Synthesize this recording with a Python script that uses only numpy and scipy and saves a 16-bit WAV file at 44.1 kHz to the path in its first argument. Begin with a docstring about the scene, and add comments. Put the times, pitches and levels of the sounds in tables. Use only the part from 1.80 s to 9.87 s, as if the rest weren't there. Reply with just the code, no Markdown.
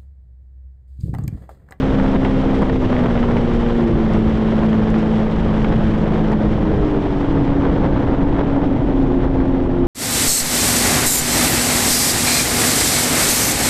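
"""A three-cylinder engine drones under buffeting wind and the rush of water along a hull.
The microphone rides on board a personal watercraft crossing a lake, out in the air stream, where
eddies thump, flutter and snap against it. A few drops tick on the camera, whose limiter holds the
gusts down. The rider eases off in steps: the drone sinks, and from about 5 s the exhaust burbles."""
import sys
import numpy as np
from scipy import signal
from scipy.fft import rfft, irfft, next_fast_len
from scipy.io import wavfile
from scipy.ndimage import uniform_filter1d, minimum_filter1d

SR = 44100
rng = np.random.default_rng(int(sys.argv[2]) if len(sys.argv) > 2 else 0)


def persist_wave(psi):
    """Save psi, clipped to +-1, as 16-bit WAV."""
    counts = np.round(np.clip(psi, -1, 1) * 32767).astype(np.int16)
    wavfile.write(sys.argv[1], SR, np.atleast_2d(counts).T)


N = 355887

# air and water on the way across, as relative levels: (time [s], breeze [dB], buffeting [dB], spray [dB])
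RIDE = [(0, -27.5, -23, -52), (1.15, -31, -21.5, -52.5), (1.7, -28, -22.5, -53),
        (2.15, -29.5, -19.5, -53.5), (3.2, -29, -24, -53.5), (3.9, -28.5, -21.5, -53.5),
        (4.95, -29.5, -20, -56.5), (5.35, -30, -24, -55.5), (5.85, -28, -19, -57.5), (6.7, -29, -22.5, -60),
        (7.2, -33, -21, -58.5), (7.75, -30.5, -20, -61.5), (8.07, -35.5, -22.5, -59)]
# spectrum of wind snapping right at the microphone: (frequency [Hz], level [dB])
SLAP_COLOUR = [(100, -8), (400, 11.5), (900, 4), (1600, 2), (2500, -4), (3300, -9.5), (4500, -25),
               (8000, -41), (13000, -62.5)]


def amp(db):
    """Decibels to gain."""
    return 10 ** (np.asarray(db) / 20)


def unit(x):
    """Scales to rms 1."""
    return x / np.sqrt(np.mean(x ** 2) + 1e-20)


def curves(rows):
    """Each column after a table's time column, at every sample."""
    times, *columns = np.transpose(rows)
    return [np.interp(np.arange(N) / SR, times, column) for column in columns]


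def coloured(x, colour):
    """Filters x by a spectrum of (frequency [Hz], level [dB]) points."""
    hz, db = np.transpose(colour)
    size = next_fast_len(len(x))
    f = np.fft.rfftfreq(size, 1 / SR)
    gain = amp(np.interp(np.log(f + 1), np.log(hz), db))
    return irfft(rfft(x, size) * gain, size)[:len(x)]


def noise(colour):
    """Noise of rms 1 with the given spectrum."""
    return unit(coloured(rng.standard_normal(N), colour))


def wander(hz):
    """Random drift of rms 1, with changes up to about hz."""
    size = next_fast_len(N // 20 + 2)
    f = np.fft.rfftfreq(size, 20 / SR)
    slow = irfft(rfft(rng.standard_normal(size)) / (1 + (f / hz) ** 4), size)
    return unit(np.interp(np.arange(N) / 20, np.arange(size), slow))


def add(mix, s, sound):
    """Mixes a sound in at time s."""
    part = mix[max(round(s * SR), 0):][:len(sound)]
    part += sound[:len(part)]


def engine(lead_db=-0.4, waver_db=1.0, swell_db=0.68, wash_db=3.5, jitter=0.0017):
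    """The engine, close by: firing and crank shake lead; unequal cylinders fill in the other orders."""
    # engine speed as the rider eases off: (time [s], four-stroke cycle rate [Hz])
    speed = [(0, 66.34), (0.8, 66.13), (1.15, 62.63), (1.32, 59.44), (2.0, 58.57), (2.26, 54.77),
             (3.3, 54.5), (3.6, 53.9), (4.05, 54.1), (4.62, 53.45), (4.8, 52.56), (5.3, 47.98),
             (5.55, 46.44), (6.1, 46.86), (6.7, 46.09), (7.25, 44.92), (7.65, 44.55), (8.07, 43.78)]
    # leading orders sliding through exhaust and hull resonances: (cycle rate [Hz], relative level [dB])
    firing = [(44, -38), (50, -39.5), (53.6, -25), (54.5, -25.5), (56, -36.5), (62, -35), (66.2, -23)]
    shake = [(44, -39.5), (46.5, -40.5), (49, -32), (52.5, -24.5), (53.7, -18.5), (54.1, -21), (54.45, -16),
             (55, -20), (58, -20), (66.2, -20)]
    firing_octave = [(44, -19.5), (45.5, -20.5), (46.6, -21), (48, -22), (52.5, -24.5), (54.3, -33),
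                     (55.2, -25.5), (58.3, -20.5), (59.3, -34), (66.2, -34.5)]
    shake_octave = [(43.8, -19), (44.4, -27.5), (45, -25.5), (46.2, -45), (47.5, -28), (49.3, -25),
                    (53, -35.5), (58.8, -28), (62, -43.5), (66.2, -32.5)]
    # weaker orders: (multiple of the cycle rate, level at low [dB], middle [dB], high speed [dB])
    overtones = [(2, -42.5, -37, -34), (5, -46, -46, -34), (7, -33, -41.5, -33), (9, -40.5, -41.5, -40),
                 (10, -46, -40.5, -45.5), (11, -41, -49.5, -48), (12, -40, -53.5, -41),
                 (14, -47, -47.5, -50.5), (16, -61.5, -50, -65), (18, -51.5, -52, -66),
                 (19, -43, -54.5, -60), (20, -47.5, -53, -60)]
    cycle_hz, = curves(speed)
    unsteady_hz = cycle_hz * (1 + jitter * wander(hz=9.2))  # chop varies the load on the jet pump
    angle = 2 * np.pi * np.cumsum(unsteady_hz) / SR
    throttle = (cycle_hz - cycle_hz.min()) / np.ptp(cycle_hz)
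    drone = np.zeros(N)
    for order, response in ((3, firing), (4, shake), (6, firing_octave), (8, shake_octave)):
        db = np.interp(cycle_hz, *np.transpose(response)) + lead_db
        db = db + waver_db * wander(hz=26) + swell_db * wander(hz=3.2)
        drone += amp(db) * np.cos(order * angle + 2 * np.pi * rng.random())
    for order, *levels_db in overtones:
        db = np.interp(throttle, [0, .5, 1], levels_db)
        db = db + wash_db * wander(hz=1.9)  # water washes over the exhaust outlet
        drone += amp(db) * np.cos(round(order) * angle + 2 * np.pi * rng.random())
    return np.sqrt(2) * drone


def buffeting(level_db=2.0, lump_db=1.3):
    """Large eddies press on the microphone."""
    # spectrum of the rumble: (frequency [Hz], level [dB])
    colour = [(5, 5.5), (20, -4.5), (50, 6), (85, 0), (135, 2), (220, -4.5), (320, -5), (500, -13),
              (1000, -42), (3000, -78.5)]
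    _, buffet_db, _ = curves(RIDE)
    return amp(buffet_db + level_db) * unit(noise(colour) * amp(lump_db * wander(hz=16)))


def flutter(shed_hz=26, spread_hz=2.1, level_db=-1.0, waver_db=1.9):
    """Vortices shed in the air stream beat at a deep, unsteady rate."""
    # strength of the beat at the microphone: (time [s], relative level [dB])
    levels = [(0, -23.5), (0.8, -21.5), (1.5, -26), (1.8, -17.5), (2.1, -30), (2.4, -27), (3.0, -35.5),
              (3.5, -25), (4.4, -24), (5.9, -25.5), (6.7, -24.5), (8.07, -21.5)]
    strength_db = curves(levels)[0] + waver_db * wander(hz=6)
    angle = 2 * np.pi * np.cumsum(shed_hz + spread_hz * wander(hz=4.58)) / SR
    return np.sqrt(2) * amp(strength_db + level_db) * np.sin(angle)


def lull_db(half_width_s=0.022):
    """The brief dips in level that breeze and spray share."""
    # lulls: (time [s], change in the breeze [dB])
    lulls = [(0.395, -6.5), (0.99, -14), (1.64, -3), (2.12, -2.5), (4.1, -2), (4.58, -4), (6.1, -1),
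             (6.39, -2), (6.465, -3.5), (6.88, -1), (7.49, -4.5)]
    t = np.arange(N) / SR
    return sum(db * np.exp(-((t - s) / half_width_s) ** 2) for s, db in lulls)


def wind_strength(rise_share=0.59):
    """Gain of the small eddies: the breeze plus gusts, each building more slowly than it drops."""
    # single gusts at the microphone: (time [s], relative peak [dB], length [s])
    gust_peaks = [(0.357, -17, 0.018), (0.457, -26, 0.027), (0.827, -24, .025), (1.04, -25, .035),
                  (1.156, -25.5, 0.061), (1.263, -25, 0.089), (1.37, -28, .04), (1.44, -25, 0.031),
                  (1.51, -27, 0.031), (1.57, -25, 0.027), (2.35, -27, 0.049), (3.078, -26, .035),
                  (3.932, -29.5, 0.033), (4.007, -26, 0.036), (4.25, -30.5, .04), (4.519, -28, .03),
                  (5.41, -30.5, 0.042), (5.865, -22, 0.033), (5.959, -27.5, 0.026), (6.05, -26, 0.023),
                  (6.178, -30, .04), (6.34, -31, 0.037), (6.427, -29, 0.029), (6.607, -22, 0.024),
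                  (6.72, -31, .04), (6.85, -35.5, 0.034), (7.44, -29, 0.029), (7.6, -29, .06)]
    t = np.arange(N) / SR
    breeze_db, _, _ = curves(RIDE)
    power = amp(breeze_db + lull_db()) ** 2
    for s, db, length_s in gust_peaks:
        slope_s = length_s * np.where(t < s, rise_share, 1 - rise_share)
        power += amp(db) ** 2 * np.exp(-((t - s) / slope_s) ** 2)
    return np.sqrt(power)


def gusts(strength, level_db=5.5, lump_db=1.53, tear_db=2.0):
    """Small eddies tear past the microphone in ragged bursts."""
    # spectrum of the tearing air: (frequency [Hz], level [dB])
    colour = [(60, -15), (180, 7), (300, -1.5), (500, 0.5), (680, -4.5), (860, -5.5), (1100, -10),
              (2000, -20.5), (2600, -30.5), (3300, -30), (4500, -40.5), (8000, -61), (12000, -83.5)]
    ragged = amp(lump_db * wander(hz=30.4) + tear_db * wander(hz=214))
    return strength * amp(level_db) * unit(noise(colour) * ragged)


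def crackle(strength, per_s=130, spread_db=3.5, level_db=-12.5):
    """The smallest eddies snap at the microphone port, a few of them hard."""
    sizes = amp(spread_db * np.minimum(rng.exponential(1, N), 3))
    signs = rng.choice([-1, 1], N)
    snaps = sizes * signs * (rng.random(N) < per_s / SR)
    return strength * amp(level_db) * unit(coloured(snaps, SLAP_COLOUR))


def spray(level_db=15.5, surge_db=0.5, splash_db=1.3, fizz_db=1.25, lull_share=0.45):
    """Spray thrown off the hull hisses close by, surging on each small wave."""
    # spectrum of the hiss from on board: (frequency [Hz], level [dB])
    colour = [(300, -3.5), (1000, 2.5), (2000, 1), (2550, -3.5), (3200, -2), (4400, -14), (5600, -17),
              (6600, -23), (8000, -26), (9900, -41), (11300, -40), (13400, -53)]
    _, _, spray_db = curves(RIDE)
    rush_db = spray_db + lull_share * lull_db()
    splashes = amp(surge_db * wander(hz=6.2) + splash_db * wander(hz=29.8) + fizz_db * wander(hz=500))
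    return amp(rush_db + level_db) * unit(noise(colour) * splashes)


def bursts(rows, colour, decay_s, tail_db, level_db):
    """One sharp pulse of pressure for each row, with a short, fizzing tail."""
    t = np.arange(-SR // 200, SR // 25) / SR
    pulse = t == 0
    track = np.zeros(N)
    for s, db in rows:
        tail = (t > 0) * np.exp(-abs(t) / decay_s) * rng.standard_normal(len(t))
        snap = coloured(pulse + amp(tail_db) * tail / np.linalg.norm(tail), colour)
        add(track, s + t[0], amp(db + level_db) * snap / abs(snap).max())
    return track


def wind_slaps():
    """Wind slaps sharply, right on the microphone."""
    # slaps: (time [s], relative peak [dB])
    hits = [(0.1994, -14.5), (0.236, -20), (0.262, -14), (0.3628, -13), (0.4496, -13), (0.897, -13),
            (0.959, -20), (1.1662, -13.5), (1.26, -11), (1.377, -14), (1.4296, -12.5), (1.5688, -15),
            (1.8647, -19.5), (1.9053, -17), (2.3497, -23), (2.9302, -15.5), (3.1424, -15), (3.8458, -13),
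            (3.9245, -16), (6.608, -18)]
    return bursts(hits, SLAP_COLOUR, decay_s=0.0036, tail_db=2.0, level_db=2.0)


def water_drops():
    """Drops strike the camera and tick, right beside the microphone."""
    # drops landing: (time [s], relative peak [dB])
    hits = [(0.8216, -33), (1.7377, -37), (2.3365, -34), (3.1034, -33), (3.3788, -40), (3.8287, -41),
            (4.5202, -34)]
    # spectrum of a tick: (frequency [Hz], level [dB])
    colour = [(800, -15), (3000, -3), (5500, 0.5), (8000, -5.5), (11000, -18.5), (14000, -36)]
    return bursts(hits, colour, decay_s=0.0012, tail_db=-3, level_db=3.0)


def exhaust_roar(burble_db=0.5):
    """At low throttle the exhaust burbles and stirs the resonances of the hull."""
    # the roar from on board: (time [s], level [dB])
    levels = [(0, -37), (4.6, -40), (5.2, -28.5), (5.85, -27), (6.6, -24), (7.15, -22.5), (7.6, -25),
              (8.07, -26)]
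    # spectrum of the exhaust in the hull: (frequency [Hz], level [dB])
    colour = [(150, -29), (215, -14.5), (250, 9), (310, 5), (360, -2.5), (440, -15), (650, -7.5),
              (900, -15), (1050, -20), (2000, -70)]
    roar_db, = curves(levels)
    return amp(roar_db) * unit(noise(colour) * amp(burble_db * wander(hz=30)))


def scene():
    """Engine, wind and water at one on-board microphone, out on the lake."""
    slaps = wind_slaps()
    drops = water_drops()
    strength = wind_strength()
    wind = buffeting() + flutter() + gusts(strength) + crackle(strength) + slaps
    return (engine() + exhaust_roar() + wind + spray() + drops)[None]


def limiter(x, ceiling_db=-5.8, recovery_db_per_s=110, window_samples=90):
    """Turns down just ahead of each peak over the ceiling, then recovers."""
    over_db = np.maximum(20 * np.log10(abs(x) + 1e-9) - ceiling_db, 0)
    held_db = -minimum_filter1d(-over_db, size=window_samples)
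    fall_db = np.arange(N) / SR * recovery_db_per_s
    cut_db = np.maximum.accumulate(held_db + fall_db) - fall_db
    return x * amp(-uniform_filter1d(cut_db, size=window_samples))


def record(dry, drive_db=-0.14, edge_hz=13400):
    """The camera limits the microphone signal, then cuts the top treble."""
    limited = limiter(dry[0] * amp(drive_db))
    lowpass = signal.firwin(511, edge_hz, window=("kaiser", 9), fs=SR)
    return signal.oaconvolve(limited, lowpass, "same")[None]


dry = scene()
out = record(dry)
persist_wave(out)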